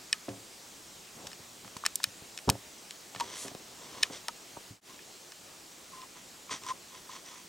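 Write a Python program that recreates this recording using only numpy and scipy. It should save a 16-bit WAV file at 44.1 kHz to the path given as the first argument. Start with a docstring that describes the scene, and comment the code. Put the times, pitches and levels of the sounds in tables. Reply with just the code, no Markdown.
"""Quiet woods, heard through a camera held in the hand: a steady, faintly patchy noise hiss lies underneath.
The hand bumps the body (low modes and a dull rattle), and fingers slide and squeak over the plastic
(coloured slips, a wavering tone), stirring a hollow ring near 1 kHz. The case knocks (pairs of decaying
sines) and clicks (a crack with ringing plastic). Once the sound fades out and back in."""
import sys
import numpy as np
from scipy import signal
from scipy.fft import rfft, irfft
from scipy.io import wavfile
from scipy.ndimage import uniform_filter1d

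SR = 44100
rng = np.random.default_rng(int(sys.argv[2]) if len(sys.argv) > 2 else 0)


def transcribe(signal):
    """Save signal, clipped to [-1, 1], as a 16-bit WAV file at the path in sys.argv[1]."""
    frames = np.atleast_2d(signal).T
    limited = np.clip(frames, -1, 1)
    pcm = np.round(limited * 32767).astype(np.int16)
    wavfile.write(sys.argv[1], SR, pcm)


N = 329868  # length in samples
HZ = np.fft.rfftfreq(N, 1 / SR)
FADE_AT, FADE_OUT, FADE_IN = 4.809, 0.12, 0.078  # moment of silence and the fades around it, in seconds


def gain_of(db):
    """Decibels to gain."""
    return 10 ** (np.asarray(db) / 20)


def evened(x):
    """Scales to rms 1."""
    return x / np.sqrt(np.mean(x ** 2) + 1e-20)


def read(points, hz):
    """Reads a curve of (Hz, value) points on a log-frequency axis."""
    f, value = np.transpose(points)
    return np.interp(np.log(hz + 1), np.log(f + 1), value)


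def add(mix, s, sound):
    """Adds a sound into the mix at s seconds."""
    part = mix[round(s * SR):][:len(sound)]
    part += sound[:len(part)]


def shaped(x, db):
    """Colours a full-length signal by a gain per frequency; rms 1."""
    return evened(irfft(rfft(x) * gain_of(db), N))


def coloured(x, db):
    """Colours a short sound with a minimum-phase filter, so nothing rings before the blow."""
    log_gain = np.log(gain_of(np.maximum(db, -100)))
    circle = np.concatenate([log_gain, log_gain[-2:0:-1]])
    minimum_phase = np.exp(np.conj(signal.hilbert(circle)))[:len(db)]
    return irfft(rfft(x) * minimum_phase)


def slope_db(ratio, order):
    """A filter skirt: flat while the ratio is under 1, falling above."""
    return -10 * np.log10(1 + ratio ** (2 * order))


def lorentz(hz, width):
    """The bell of a resonance over the full spectrum: 1 at its centre, 1/2 at half a width away."""
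    return 1 / (1 + (2 * (HZ - hz) / width) ** 2)


def peaked(x, size):
    """Scales a sound so that its loudest stretch of `size` samples has the rms of a sine of amplitude 1."""
    return x / np.sqrt(2 * uniform_filter1d(x ** 2, size).max())


def burst(envelope):
    """A rattle of random fine shape with a flattened spectrum, dying under a bent copy of the envelope."""
    spectrum = rfft(rng.standard_normal(len(envelope)) * envelope)
    return irfft(spectrum / (abs(spectrum) + 1e-12)) * envelope ** (1 / 4)


# Spectrum of the hiss. Each row: frequency in Hz, relative level in dB per Hz.
HISS_COLOUR = [(15, -55), (25, -16.5), (217, -2.5), (285, -3.5), (309, -1), (344, -2.5), (394, -1),
               (439, -4.5), (659, -4.5), (1230, -7), (1520, -9), (7510, -7), (11000, -17.5), (14800, -19),
               (16000, -19)]
# How alike the hiss is in both ears. Each row: frequency in Hz, left-right correlation (1 is identical).
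EAR_LIKENESS = [(60, 0.95), (150, 0.93), (380, 0.7), (950, 0.33), (2380, 0.64), (5980, 0.97), (15000, 1)]
HISS_DB, HISS_AFTER_FADE_DB = -50.5, -51.5  # rms level before and after the moment of silence


def hiss(patchy_db=1.15):
    """Steady air and microphone hiss: noise per time-frequency cell, faintly patchy, partly shared by the ears."""
    hz = np.fft.rfftfreq(1024, 1 / SR)
    a, b, c, d, patches = rng.standard_normal((5, N // 256 + 5, len(hz)))
    patches = uniform_filter1d(patches, size=12, axis=0)
    patches = evened(uniform_filter1d(patches, size=12, axis=1))
    same = np.clip(read(EAR_LIKENESS, hz), -1, 1)
    left = a + 1j * b
    right = same * left + np.sqrt(1 - same ** 2) * (c + 1j * d)
    cells = np.array([left, right]) * gain_of(read(HISS_COLOUR, hz) + patchy_db * patches)
    noise = signal.istft(cells, nperseg=1024, noverlap=768, time_axis=1, freq_axis=2)[1][:, :N]
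    level_db = np.where(np.arange(N) / SR < FADE_AT, HISS_DB, HISS_AFTER_FADE_DB)
    return evened(noise) * gain_of(level_db)


# Blows of the hand. Each row: start in seconds, peak level in dB before the trim, lowest pitch in Hz,
# highest pitch in Hz, t60 of the ring in seconds.
BUMPS = [(0.283, -27.5, 199, 700, 0.053), (.296, -34.5, 89, 600, 0.36), (1.398, -46, 60, 250, 0.06),
         (1.65, -44.5, 70, 700, .2), (1.761, -40.5, 90, 250, 0.04), (2.068, -45, 60, 200, 0.15),
         (2.218, -42.5, 60, 350, 0.034), (2.475, -19.5, 90, 296, 0.034), (2.4799, -20, 150, 400, 0.055),
         (2.491, -16, 79.6, 249, 0.059), (2.505, -27.5, 45, 620, 0.2), (2.553, -33, 110, 700, 0.009),
         (3.159, -41, 90, 300, 0.14), (3.447, -37, 250, 800, 0.22), (3.515, -40.5, 100, 600, 0.026),
         (3.547, -35, 200, 700, 0.028), (4.099, -37, 304, 710, 0.064), (4.569, -36, 140, 850, 0.028),
         (4.704, -37, 60, 140, 0.13)]
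# Low resonances of the camera body. Each row: frequency in Hz before detuning, relative level in dB.
BODY_MODES = [(112, 2), (190, -2.5), (275, 0), (406, -3), (536, -4), (697, -3)]
# Colour of the shaken body, for rattle and rumble. Each row: frequency in Hz, relative level in dB.
BODY_COLOUR = [(25, -52), (60, -5), (115, 0.5), (190, -2.5), (270, 0), (340, -3), (600, -0.5), (1200, 0),
               (4000, -7), (14000, -27)]


def bumps(rise_s=0.00059, leak_db=-28, trim_db=-2):
    """Soft blows shake the whole camera: its low modes shudder and its parts rattle dully."""
    t, hz = np.arange(16384) / SR, np.fft.rfftfreq(16384, 1 / SR) + 1
    out = np.zeros(N)
    for s, db, low_hz, top_hz, t60 in BUMPS:
        dying = np.exp(-np.log(1000) * t / t60)
        # the grip detunes the modes a little from blow to blow
        detune = 1 + 0.02 * rng.standard_normal(len(BODY_MODES))
        ring = np.zeros(len(t))
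        for k, (mode_hz, mode_db) in enumerate(BODY_MODES):
            sign = (-1) ** k  # neighbouring modes start in opposite directions
            ring += sign * gain_of(mode_db) * np.sin(2 * np.pi * mode_hz * detune[k] * t)
        rattle = coloured(burst(dying), read(BODY_COLOUR, hz))
        shake = (evened(ring * dying) + evened(rattle)) * (1 - np.exp(-t / rise_s))
        # the upper skirt levels out, so a little brightness leaks through
        skirts_db = slope_db(low_hz / hz, order=2) + np.maximum(slope_db(hz / top_hz, order=2), leak_db)
        add(out, s, gain_of(db + trim_db) * peaked(coloured(shake, skirts_db), size=220))
    return out


PRESS_CURVE, LIFT_CURVE = 0.96, 1.36  # powers that bend the attack and the release of every finger move


def pressure(start, attack_s, hold_s, release_s):
    """A finger presses on, slides steadily and lifts off: a gain from 0 to 1 per sample."""
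    t = np.arange(N) / SR - start
    press = np.clip(t / attack_s, 0, 1) ** PRESS_CURVE
    lift = np.clip(1 - (t - attack_s - hold_s) / release_s, 0, 1) ** LIFT_CURVE
    return press * lift


# Squeaks of a finger. Each row: start, attack, hold and release in seconds, rms level in dB at full pressure.
SQUEAKS = [(5.917, .008, .115, .015, -52), (6.66, .035, .022, .012, -38)]
SQUEAK_HZ = 1040  # centre pitch, set by the hollow of the case


def squeaks(waver=0.025, flutter_db=2.5):
    """A finger sticks and slips in step with the hollow of the case: a thin, wavering tone."""
    wander = uniform_filter1d(rng.standard_normal((2, N)), size=300, axis=1)
    wander = uniform_filter1d(wander, size=200, axis=1)
    drift, grip = evened(wander[0]), evened(wander[1])
    phase = 2 * np.pi * np.cumsum(SQUEAK_HZ * (1 + waver * drift)) / SR
    tone = np.sin(phase) * gain_of(flutter_db * grip)
    return evened(tone) * sum(gain_of(db) * pressure(*timing) for *timing, db in SQUEAKS)


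def slips(per_s=1500, smooth=0.15, chatter_db=2.1):
    """Skin on plastic: tiny equal slips either way over fine noise, flickering as the finger catches and gives."""
    ticks = rng.choice([-1, 1], N) * (rng.random(N) < per_s / SR)
    chatter = evened(uniform_filter1d(rng.standard_normal(N), size=180))
    return (ticks + smooth * rng.standard_normal(N)) * gain_of(chatter_db * chatter)


# Finger strokes. Each row: start, attack, hold and release in seconds, then the levels of scrape,
# hollow ring and body rumble in dB before their trims.
STROKES = [(1.137, 0.067, .075, 0.03, -67, -70, -52), (3.13, 0.089, 0.029, .07, -48.5, -54, -51),
           (3.259, 0.053, 0.16, 0.065, -47, -56.5, -57.5), (3.618, 0.37, .06, .06, -51, -54.5, -53.5),
           (4.103, 0.03, 0.028, 0.062, -46, -62, -53.5), (4.853, 0.056, .025, 0.067, -60, -58.5, -61),
           (5.916, .008, 0.12, .02, -60, -58, -74), (6.151, .015, 0.017, 0.026, -56, -55.5, -67),
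           (6.498, 0.022, 0.0081, 0.069, -36.5, -42, -49), (6.607, .03, .02, .02, -49.5, -52, -58),
           (6.66, 0.033, 0.015, 0.022, -41.5, -41, -59.5), (6.885, 0.064, 0.027, .04, -54.5, -54.5, -76),
           (7.08, .015, 0.079, 0.044, -50.5, -54, -66), (7.239, 0.028, .02, .04, -50.5, -60, -65),
           (7.3, 0.018, 0.061, 0.058, -54, -56, -68)]
# Colour of the scraped surface. Each row: frequency in Hz, relative level in dB per Hz.
SCRAPE_COLOUR = [(200, -37), (330, 0.5), (600, -23), (1200, -5.5), (2500, -1.5), (4500, 1), (8500, -2.5),
                 (10000, -13), (14000, -42)]
# Bands that a scrape brings out. Each row: frequency in Hz, width in Hz, boost in dB.
SCRAPE_BANDS = [(2000, 450, 7), (3350, 650, 8), (5950, 900, 8)]
# Resonances of the hollow case. Each row: frequency in Hz, width in Hz, relative level in dB.
HOLLOW = [(1024, 113, 0.5), (1220, 160, -10.5), (1880, 690, -18.5)]
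# Colour of the brighter swish. Each row: frequency in Hz, relative level in dB.
SWISH_COLOUR = [(300, -14), (1000, -19), (3000, -2), (7000, 8), (10500, 2.5), (13500, -11), (16000, -22)]
# One brighter swish: start, attack, hold and release in seconds, and its level in dB.
SWISH, SWISH_DB = (3.34, 0.051, 0.047, 0.064), -44


def strokes(rumble_top_hz=650, rumble_low_hz=80, scrape_trim_db=-1, ring_trim_db=-2.5, rumble_trim_db=-1):
    """Sliding fingers scrape the surface, sing in the hollow and rumble in the body, all from the same slips."""
    scrape, ring, rumble = sum(np.outer(gain_of(levels_db), pressure(*timing))
                               for *timing, levels_db in [(*row[:4], row[4:]) for row in STROKES])
    drive = slips()
    bands_db = sum(db * lorentz(hz, width) for hz, width, db in SCRAPE_BANDS)
    surface = scrape * shaped(drive, read(SCRAPE_COLOUR, HZ) + bands_db)
    resonance = sum(gain_of(db) * lorentz(hz, width) for hz, width, db in HOLLOW)
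    hollow = ring * shaped(drive, 20 * np.log10(resonance))
    skirts_db = slope_db(HZ / rumble_top_hz, order=3) + slope_db(rumble_low_hz / (HZ + 1), order=1)
    body = rumble * shaped(drive, read(BODY_COLOUR, HZ) + skirts_db)
    # a quick slide is smooth: plain noise instead of slips
    smooth_slide = shaped(rng.standard_normal(N), read(SWISH_COLOUR, HZ))
    swish = gain_of(SWISH_DB) * pressure(*SWISH) * smooth_slide
    trimmed = gain_of(scrape_trim_db) * surface + gain_of(ring_trim_db) * hollow + gain_of(rumble_trim_db) * body
    return trimmed + swish


# Hollow knocks. Each row: start in seconds, peak level in dB before the trim, pitch in Hz, t60 in seconds.
KNOCKS = [(0.141, -45, 1260, 0.083), (1.2055, -46, 1030, 0.025), (1.766, -34, 1014, 0.015),
          (1.838, -27, 1160, 0.013), (2.002, -36.5, 1040, 0.012), (2.482, -26, 950, .025),
          (2.4915, -12, 920, 0.01), (3.2, -27, 1020, 0.024), (3.2083, -22, 950, 0.066),
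          (4.2861, -32, 940, 0.034), (4.287, -35, 1270, 0.043), (4.567, -39, 936, 0.055),
          (6.034, -40.5, 1024, 0.031), (6.495, -35, 1070, 0.022), (6.665, -33.5, 1023, 0.04),
          (6.711, -30.5, 1018, 0.045), (7.093, -38, 1040, .045)]


def knocks(rise_s=0.0011, upper_ratio=1.17, upper_db=-10, trim_db=-2):
    """A fingertip catches and lets go; the hollow of the case rings with a close pair of modes."""
    t, out = np.arange(SR // 8) / SR, np.zeros(N)
    for s, db, hz, t60 in KNOCKS:
        lower = np.sin(2 * np.pi * hz * t)
        upper = gain_of(upper_db) * np.sin(2 * np.pi * hz * upper_ratio * t)
        knock = (lower + upper) * (1 - np.exp(-t / rise_s)) * np.exp(-np.log(1000) * t / t60)
        add(out, s, gain_of(db + trim_db) * peaked(knock, size=88))
    return out


# Sharp clicks of the case. Each row: start in seconds, peak level in dB before the trim,
# tilt in dB per octave, lowest pitch in Hz, time constant of the crack's envelope in seconds.
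CLICKS = [(0.1285, -11, -1.5, 1610, 0.00066), (.2905, -36.5, -4.5, 1200, 0.0015),
          (1.2692, -30.5, 1, 1500, 0.0028), (1.3160, -39, -2, 1000, 0.00095),
          (1.331, -34.5, -2.5, 1410, 0.0014), (1.646, -40.5, -7, 900, 0.0052),
          (1.677, -40.5, -4, 900, 0.0038), (1.7667, -35, 3.5, 900, 0.0039),
          (1.8512, -24.5, -4, 1200, 0.0018), (1.8557, -24, -1, 1200, .0009),
          (1.8625, -12, -1.5, 1210, 0.0013), (1.9563, -15.5, 7, 3980, 0.0013), (2.0011, -37, -7, 900, .001),
          (2.032, -27, -1, 2500, 0.0029), (2.0407, -11, 0, 1400, 0.0013), (2.376, -27.5, -.5, 1800, 0.0016),
          (2.3878, -33, -3.5, 2010, .0019), (2.491, -19, -4.5, 3000, 0.0017),
          (2.4986, -11, 0, 1380, 0.0021), (2.9077, -31, -0.5, 2230, .0017),
          (3.148, -32.5, -4.5, 700, 0.0035), (3.1607, -32.5, -8, 900, .0012),
          (3.1990, -26.5, -5, 3000, 0.004), (3.2067, -25.5, -2, 930, 0.0023),
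          (3.4812, -31.5, 0.5, 900, 0.00097), (3.549, -37, 2, 600, 0.0016),
          (4.0282, -19.5, -5.5, 3000, 0.001), (4.0318, -8, -3, 1920, 0.00093),
          (4.283, -20, -0.5, 705, .0021), (4.9913, -41, -13, 1400, .001), (5.3204, -36.5, -2, 1500, .0015),
          (6.0170, -38, -1, 2000, .001), (6.4938, -39, -6, 900, 0.0009), (6.6355, -38, 4, 895, 0.0011),
          (6.665, -36, 3, 895, 0.0012)]
# What the plastic rings with. Each row: frequency in Hz, width in Hz, level in dB before scaling by the width.
CASE_MODES = [(1090, 110, -16.5), (1758, 98, -1.5), (2480, 124, -1), (2980, 93, -3), (3580, 370, -7.5),
              (3880, 560, -1), (5306, 330, 3.5), (6850, 250, -18), (8420, 1700, -1), (8930, 530, -4.5),
              (11500, 500, -26), (12900, 600, -24.5)]


def clicks(crack_db=-6, longer_db=4, crack_top_hz=10000, soft_duller=0.018,
           tail_db=-30, tail_s=0.012, tail_top_hz=4500, rise_s=0.0006, trim_db=-1):
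    """A seam of the case slips: a brief crack, and the plastic rings for a few milliseconds."""
    t, hz = np.arange(4096) / SR, np.fft.rfftfreq(4096, 1 / SR) + 1
    out = np.zeros(N)
    for s, db, tilt, low_hz, crack_s in CLICKS:
        ring = np.zeros(len(t))
        for mode_hz, width, mode_db in CASE_MODES:
            dying = np.exp(-np.pi * width * t)
            ring += gain_of(mode_db) * width * dying * np.sin(2 * np.pi * (mode_hz * t + rng.random()))
        top_hz = crack_top_hz * 2 ** (soft_duller * (db + 8.5))  # gentle slips are duller
        crack = coloured(burst(np.exp(-t / crack_s)), slope_db(hz / top_hz, order=4))
        tail = rng.standard_normal(len(t)) * np.exp(-t / tail_s)
        tail = coloured(tail, slope_db(hz / tail_top_hz, order=2))
        # a quick slip lets the modes ring clear; a longer one has more crackle, in dB per doubling
        crack_gain = gain_of(crack_db + longer_db * np.log2(crack_s / 0.00088))
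        click = peaked(ring, size=44) + crack_gain * peaked(crack, size=44) + gain_of(tail_db) * peaked(tail, size=44)
        tilt_db = tilt * np.log2(hz / 4000) + slope_db(low_hz / hz, order=3)
        click = coloured(click * (1 - np.exp(-t / rise_s)), tilt_db)
        add(out, s, gain_of(db + trim_db) * peaked(click, size=44))
    return out


# How unlike the two microphones pick up sound in the case. Each row: frequency in Hz,
# side-to-mid level in dB before the ripple of the detour.
UNLIKE = [(60, -28), (130, -24), (270, -13.5), (1000, -10), (2200, -9.5), (5000, -14), (8500, -14),
          (13000, -21)]


def ports(x, detour_s=0.00194, scatter=0.25):
    """The case carries a sound to its two microphones by different paths: a phase shift and a short detour."""
    detour = scatter * np.exp(-2j * np.pi * HZ * detour_s)
    transfer = (1j + detour) / np.hypot(1, scatter)
    side = irfft(rfft(x) * transfer * gain_of(read(UNLIKE, HZ)), N)
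    return np.array([x + side, x - side])


def scene():
    """Handling sounds, carried through the case, over the hiss."""
    handling = bumps() + squeaks() + strokes() + knocks() + clicks()
    return hiss() + ports(handling)


def record(dry, edge_hz=16000):
    """A brief fade to silence and back; then a low-pass at the band edge."""
    t = np.arange(N) / SR - FADE_AT
    fade = np.clip(np.maximum(-t / FADE_OUT, t / FADE_IN), 0, 1)
    low_pass = signal.firwin(255, edge_hz, window=("kaiser", 9), fs=SR)
    return signal.oaconvolve(dry * fade, low_pass[None], "same")


dry = scene()
out = record(dry)
transcribe(out)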